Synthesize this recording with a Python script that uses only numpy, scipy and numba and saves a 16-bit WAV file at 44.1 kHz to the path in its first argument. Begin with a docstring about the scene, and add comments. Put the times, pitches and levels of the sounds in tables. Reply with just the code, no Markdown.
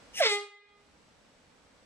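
"""A canned air horn, one short blast in a quiet, furnished room, a little left of a close microphone pair.
Gas hisses through the valve; the diaphragm catches on a high note and swoops down, rasping, to a steady,
brassy tone. One wall throws back a dull reflection and the room rings for about half a second.
The camera's gain control ducks hard, then lets the last of the echo and the room noise swell back."""
import sys
import numpy as np
from scipy import signal
from scipy.fft import rfft, irfft, next_fast_len
from scipy.io import wavfile
from scipy.ndimage import minimum_filter1d, map_coordinates
from numba import njit

SR = 44100
rng = np.random.default_rng(int(sys.argv[2]) if len(sys.argv) > 2 else 0)


def digitize_waveform(pressure):
    """Quantize a signal to 16-bit integers and store it at the path in sys.argv[1].

    Rows of a 2-D input are taken as channels; values are limited to [-1, 1].
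    """
    field = np.atleast_2d(pressure).T
    bounded = np.clip(field, -1, 1)
    quanta = np.round(bounded * 32767).astype(np.int16)
    wavfile.write(sys.argv[1], SR, quanta)


N = 81585


def amp(db):
    """Decibels to gain."""
    return 10 ** (np.asarray(db) / 20)


def unit(x):
    """Scale to rms 1."""
    return x / np.sqrt(np.mean(x ** 2) + 1e-20)


def along(points, hz):
    """Read (f/Hz, value) points on a log frequency axis."""
    freqs, values = np.transpose(points)
    return np.interp(np.log(hz + 1), np.log(freqs + 1), values)


def clock():
    """Time of each sample in seconds."""
    return np.arange(N) / SR


def curves(rows):
    """One value per sample for each column after the time."""
    times, *columns = np.transpose(rows)
    return [np.interp(clock(), times, column) for column in columns]


def swell(rows):
    """Gain from a table's last column (level/dB), silent outside its time span."""
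    return amp(curves(rows)[-1]) * (clock() > rows[0][0]) * (clock() < rows[-1][0])


def bump(x, centre, width):
    """A bell curve of height 1."""
    return np.exp(-((x - centre) / width) ** 2)


def wobble(rate):
    """A smooth random curve, rate knots a second."""
    return map_coordinates(rng.standard_normal(N), [clock() * rate], order=3)


def filtered(x, response):
    """Filter x by a complex response of frequency."""
    size = next_fast_len(N + SR // 2)
    return irfft(rfft(x, size) * response(np.fft.rfftfreq(size, 1 / SR)), size)[..., :N]


def coloured(x, spectrum):
    """Give x a spectrum (f/Hz, level/dB), at rms 1."""
    return unit(filtered(x, lambda hz: amp(along(spectrum, hz))))


def noise(spectrum):
    """Coloured noise of rms 1."""
    return coloured(rng.standard_normal(N), spectrum)


def stereo_noise(likeness):
    """White noise at two microphones, with the given left-right likeness."""
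    def mid_side(hz):
        angle = np.arccos(np.clip(along(likeness, hz), -1, 1)) / 2
        return np.array([np.cos(angle), np.sin(angle)])
    mid, side = filtered(rng.standard_normal((2, N)), mid_side)
    return np.array([mid + side, mid - side])


def narrow_noise(hz, width_hz):
    """A narrow band of noise round a pitch, rms 1."""
    phase = 2 * np.pi * np.cumsum(hz * np.ones(N)) / SR
    return unit(wobble(width_hz) * np.cos(phase) + wobble(width_hz) * np.sin(phase))


# room tone at the microphones: f/Hz, relative level/dB
ROOM_TONE_SPECTRUM = [(15, -16), (28, -4.5), (60, 2), (110, -4), (180, 0.5), (295, -0.5), (375, -8),
                      (480, -0.5), (700, -5), (1400, -7.5), (2800, -11.5), (5600, -15.5), (8000, -21.5),
                      (10000, -27.5), (12000, -35), (14000, -50)]
# how alike the two microphones hear it: f/Hz, correlation
ROOM_TONE_LIKENESS = [(60, 0.79), (230, 0.67), (910, 0.39), (3520, 0.12), (13700, 0.25)]
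def room_tone():
    """Steady low noise all round the microphones, with a faint narrow hiss high up."""
    hum = coloured(stereo_noise(ROOM_TONE_LIKENESS), ROOM_TONE_SPECTRUM)
    whine = np.array([narrow_noise(7870, width_hz=280) for _ in range(2)])
    pan_db = np.array([[-0.48], [0.48]])
    return amp(-57 + pan_db) * hum + amp(-76) * whine


# gas through the opening valve, at the can: t/s, level/dB
HISS_LEVEL = [(.12, -75), (.15, -48), (.18, -34.5), (.202, -38), (.21, -54), (.23, -73)]
# colour of that hiss: f/Hz, relative level/dB
HISS_SPECTRUM = [(300, -19.5), (1400, -16), (2000, -1), (2800, 2.5), (4400, -9.5), (5600, 4.5),
                 (7700, -11.5), (8800, -6), (11000, -15.5), (14000, -19)]
# the valve's breathy, falling whistle: t/s, f/Hz, level/dB
WHISTLE_GLIDE = [(.135, 3000, -55.5), (.158, 2850, -50.5), (.18, 2478, -47), (.192, 1796, -41.5),
                 (.203, 1623, -32.5), (.213, 1500, -40.5), (.23, 1400, -72)]
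# the bright spit at the catch: f/Hz, relative level/dB
SPIT_SPECTRUM = [(3000, -31), (7000, 6.5), (9800, 4), (14000, -11)]
def valve():
    """Gas hisses and whistles through the valve, then spits as the diaphragm catches."""
    catch_s = .2025
    pitch, _ = curves(WHISTLE_GLIDE)
    whistle = narrow_noise(pitch, width_hz=180) + amp(-12.5) * narrow_noise(2 * pitch, width_hz=400)
    spit = amp(-38) * bump(clock(), catch_s, width=0.0027) * noise(SPIT_SPECTRUM)
    hiss = swell(HISS_LEVEL) * noise(HISS_SPECTRUM)
    return hiss + swell(WHISTLE_GLIDE) * whistle + spit


NOTE_HZ, TOP_HZ = 409, 14200  # the held note; band limit of horn and camera
SLAP_S, RASP_END_S, RELEASE_S = 0.2214, .291, 0.34  # diaphragm starts to slap; settles; valve closes
JITTER, RASP_JITTER, WAVER = 0.0021, 0.01635, 0.00398  # shares of the pitch
MELLOW_DB, SWOOP_DULL_DB_PER_KHZ, DULLING_DB_PER_OCTAVE_S = -21, 1.16, 52
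# the blast as gas pressure rises and falls: t/s, level/dB
BLAST_LEVEL = [(.17, -55), (.197, -33.5), (.207, -8), (.214, -7), (.225, -9), (.245, -9.5), (.265, -1),
               (.285, -1), (.35, -1), (.41, -8.5), (.46, -18), (.58, -75)]
# the diaphragm's swoop down to its note: t/s, f/Hz
SWOOP = [(.19, 799), (.2, 754.5), (.22, 584.1), (.245, 478.1), (.27, 429.6), (.295, 421.5), (.315, 410.5),
         (.42, 409.2), (.56, 410)]
# the held note at the mouth of the flare: harmonic number, relative level/dB
HARMONICS = [(1, -5.5), (2, -8), (3, -11), (4, -16), (5, -2), (6, -6.5), (7, -12), (8, -7), (9, -7.5),
             (10, -8), (11, -13.5), (12, -11.5), (13, -15), (14, -16.5), (15, -20), (16, -18), (17, -20.5),
             (18, -19.5), (19, -19), (20, -21), (21, -21), (22, -26.5), (23, -27), (24, -31.5), (25, -34),
             (26, -36), (27, -34.5), (28, -43), (29, -40), (30, -44), (31, -54), (32, -54), (33, -54)]
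# turbulence in the flare: f/Hz, relative level/dB
TURBULENCE_SPECTRUM = [(200, -56), (500, -40), (1050, -15.5), (1500, -8), (2200, -8.5), (3600, -5),
                       (5000, -2), (8500, -32.5), (11000, -40), (14000, -56)]
def horn():
    """The diaphragm swoops down to its note, turning from a pure hoot through a rasp to a steady blare."""
    t = clock()
    closing_s = np.clip(t - RELEASE_S, 0, .2)
    brassy = (1 + np.tanh((t - SLAP_S) / 0.0114)) / 2
    unsettled = (1 - np.tanh((t - RASP_END_S) / 0.0022)) / 2
    rasp = brassy * unsettled
    jitter = (JITTER + RASP_JITTER * rasp) * wobble(500)
    pitch = curves(SWOOP)[0] * (1 + jitter + WAVER * wobble(30))
    phase = 2 * np.pi * np.cumsum(pitch) / SR
    numbers, levels_db = np.transpose(HARMONICS)
    tone = np.zeros(N)
    for k in numbers:
        hz = k * pitch
        flare_db = np.interp(hz / NOTE_HZ, numbers, levels_db)
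        flare_db -= 9.5 * bump(hz, 951, width=143)  # a gap between two resonances
        # overtones are weak until the slap, fill in as the note settles and die first as pressure falls
        drive_db = (k > 1) * MELLOW_DB * (1 - brassy)
        drive_db -= SWOOP_DULL_DB_PER_KHZ * unsettled * hz / 1000
        drive_db -= DULLING_DB_PER_OCTAVE_S * closing_s * np.log2(k)
        smear_rad = (k > 2) * 1.18 * rasp * wobble(159.8) + rng.uniform(0, 2 * np.pi)
        tone += amp(flare_db + drive_db) * np.sin(k * phase + smear_rad) * (hz < TOP_HZ)
    turbulence = amp(-22.5 + 16 * rasp) * brassy * noise(TURBULENCE_SPECTRUM)
    turbulence *= 1 + 0.56 * np.cos(phase)  # pulses with the diaphragm
    growl = amp(-9.5) * rasp * narrow_noise(2150, width_hz=520)  # the rasp shakes the main resonance
    return swell(BLAST_LEVEL) * (tone + turbulence + growl)


# a puff of air at the horn: t/s, level/dB
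PUFF_PEAKS = [(0.267, -28.5)]
# its low colour: f/Hz, relative level/dB
PUFF_SPECTRUM = [(25, 3.5), (110, -1), (300, 3.5), (800, -36)]
def puff():
    """A soft low push of air as the note settles."""
    envelope = sum(amp(db) * bump(clock(), at_s, width=0.0045) for at_s, db in PUFF_PEAKS)
    return envelope * noise(PUFF_SPECTRUM)


def wall_reflection(x, delay_s=.0245, edge_hz=970):
    """A dull bounce with 8 m farther to travel; it beats against the swoop and thickens the held note."""
    return amp(-5) * filtered(x, lambda hz: np.exp(-2j * np.pi * hz * delay_s) / (1 + (hz / edge_hz) ** 4))


# time the furnished room takes to die away by 60 dB: f/Hz, t/s
ECHO_T60 = [(200, 0.28), (400, 0.5), (800, 0.59), (2000, .5), (4000, 0.44), (7000, 0.35), (12000, 0.21)]
# echo against direct sound at the microphones: f/Hz, level/dB
ECHO_LEVEL = [(400, -4.5), (800, -2), (2000, -3.5), (5000, -6), (12000, 4.5)]
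# how alike the two microphones hear the echo: f/Hz, correlation
ECHO_LIKENESS = [(300, 1), (700, 0.92), (1300, 0.9), (2500, 0.58), (6000, -0.13)]
def room_echo(x, build_s=0.0072):
    """The room's diffuse echo, each frequency dying at its own speed."""
    hz, t, spectra = signal.stft(stereo_noise(ECHO_LIKENESS)[:, :SR], SR, nperseg=256)
    t60 = along(ECHO_T60, hz)[:, None]
    decay = amp(along(ECHO_LEVEL, hz)[:, None] - 60 * t / t60)
    energy_scale = np.sqrt(2 * np.log(1000) / (t60 * SR))  # a longer decay carries no more energy
    tail = signal.istft(spectra * decay * energy_scale, SR, nperseg=256)[1]
    tail *= np.clip(np.arange(tail.shape[1]) / SR / build_s, 0, 1)
    return signal.fftconvolve(x[None], tail, axes=1)[:, :N]


# left microphone minus right, for the horn and its echoes: f/Hz, level/dB
MIC_BALANCE = [(400, -3.5), (1300, -2), (2050, -2), (3250, -0.5), (3700, 6.5), (4300, 2.5), (5300, 0.5),
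               (7200, 5.5), (8400, 14), (9500, 4), (14000, -6.5)]
def scene():
    """The horn stands off to one side of the pair, about 4 cm nearer the left microphone."""
    left_lead_s = .00011
    sides = np.array([[.5], [-.5]])
    source = horn() + valve() + puff()
    direct = filtered(source, lambda hz: np.exp(2j * np.pi * hz * left_lead_s * sides))
    at_mics = direct + wall_reflection(source) + room_echo(source)
    return filtered(at_mics, lambda hz: amp(sides * along(MIC_BALANCE, hz))) + room_tone()


@njit
def follow(x, rise_s, fall_s):
    """Follow x with one time constant upwards and another downwards."""
    y, value = np.zeros(len(x)), 0.
    for i in range(len(x)):
        value += (x[i] - value) / (SR * (rise_s if x[i] > value else fall_s))
        y[i] = value
    return y


LIMIT_DB, ATTACK_S, HOLD_S, RECOVER_S = -29, 0.015, 0.18, 0.053
LINGER_SHARE, LINGER_S = 0.18, 10.6  # the part of the cut that lets go slowly
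def gain_control(x):
    """Cut the gain when the level passes the limit, hold, then recover: mostly fast, the rest slowly."""
    power = follow(np.mean(x ** 2, axis=0), rise_s=0.0047, fall_s=0.0029)
    excess_db = np.maximum(10 * np.log10(power + 1e-12) - LIMIT_DB, 0)
    half = int(HOLD_S * SR / 2)
    held_db = -minimum_filter1d(-excess_db, 2 * half + 1, origin=half, mode="nearest")  # recent peak
    fast_db = follow(held_db, ATTACK_S, RECOVER_S)
    slow_db = follow(held_db, ATTACK_S, LINGER_S)
    return x * amp(-(1 - LINGER_SHARE) * fast_db - LINGER_SHARE * slow_db)


def record(dry):
    """Gain control, a very faint, steady white hiss that it does not duck, and the camera's band limit."""
    x = gain_control(dry) + amp(-114) * rng.standard_normal((2, N))
    edge_hz = TOP_HZ - 150
    return filtered(x, lambda hz: amp(-np.clip((hz - edge_hz) / 50, 0, 12) ** 2))


dry = scene()
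out = record(dry)
digitize_waveform(out)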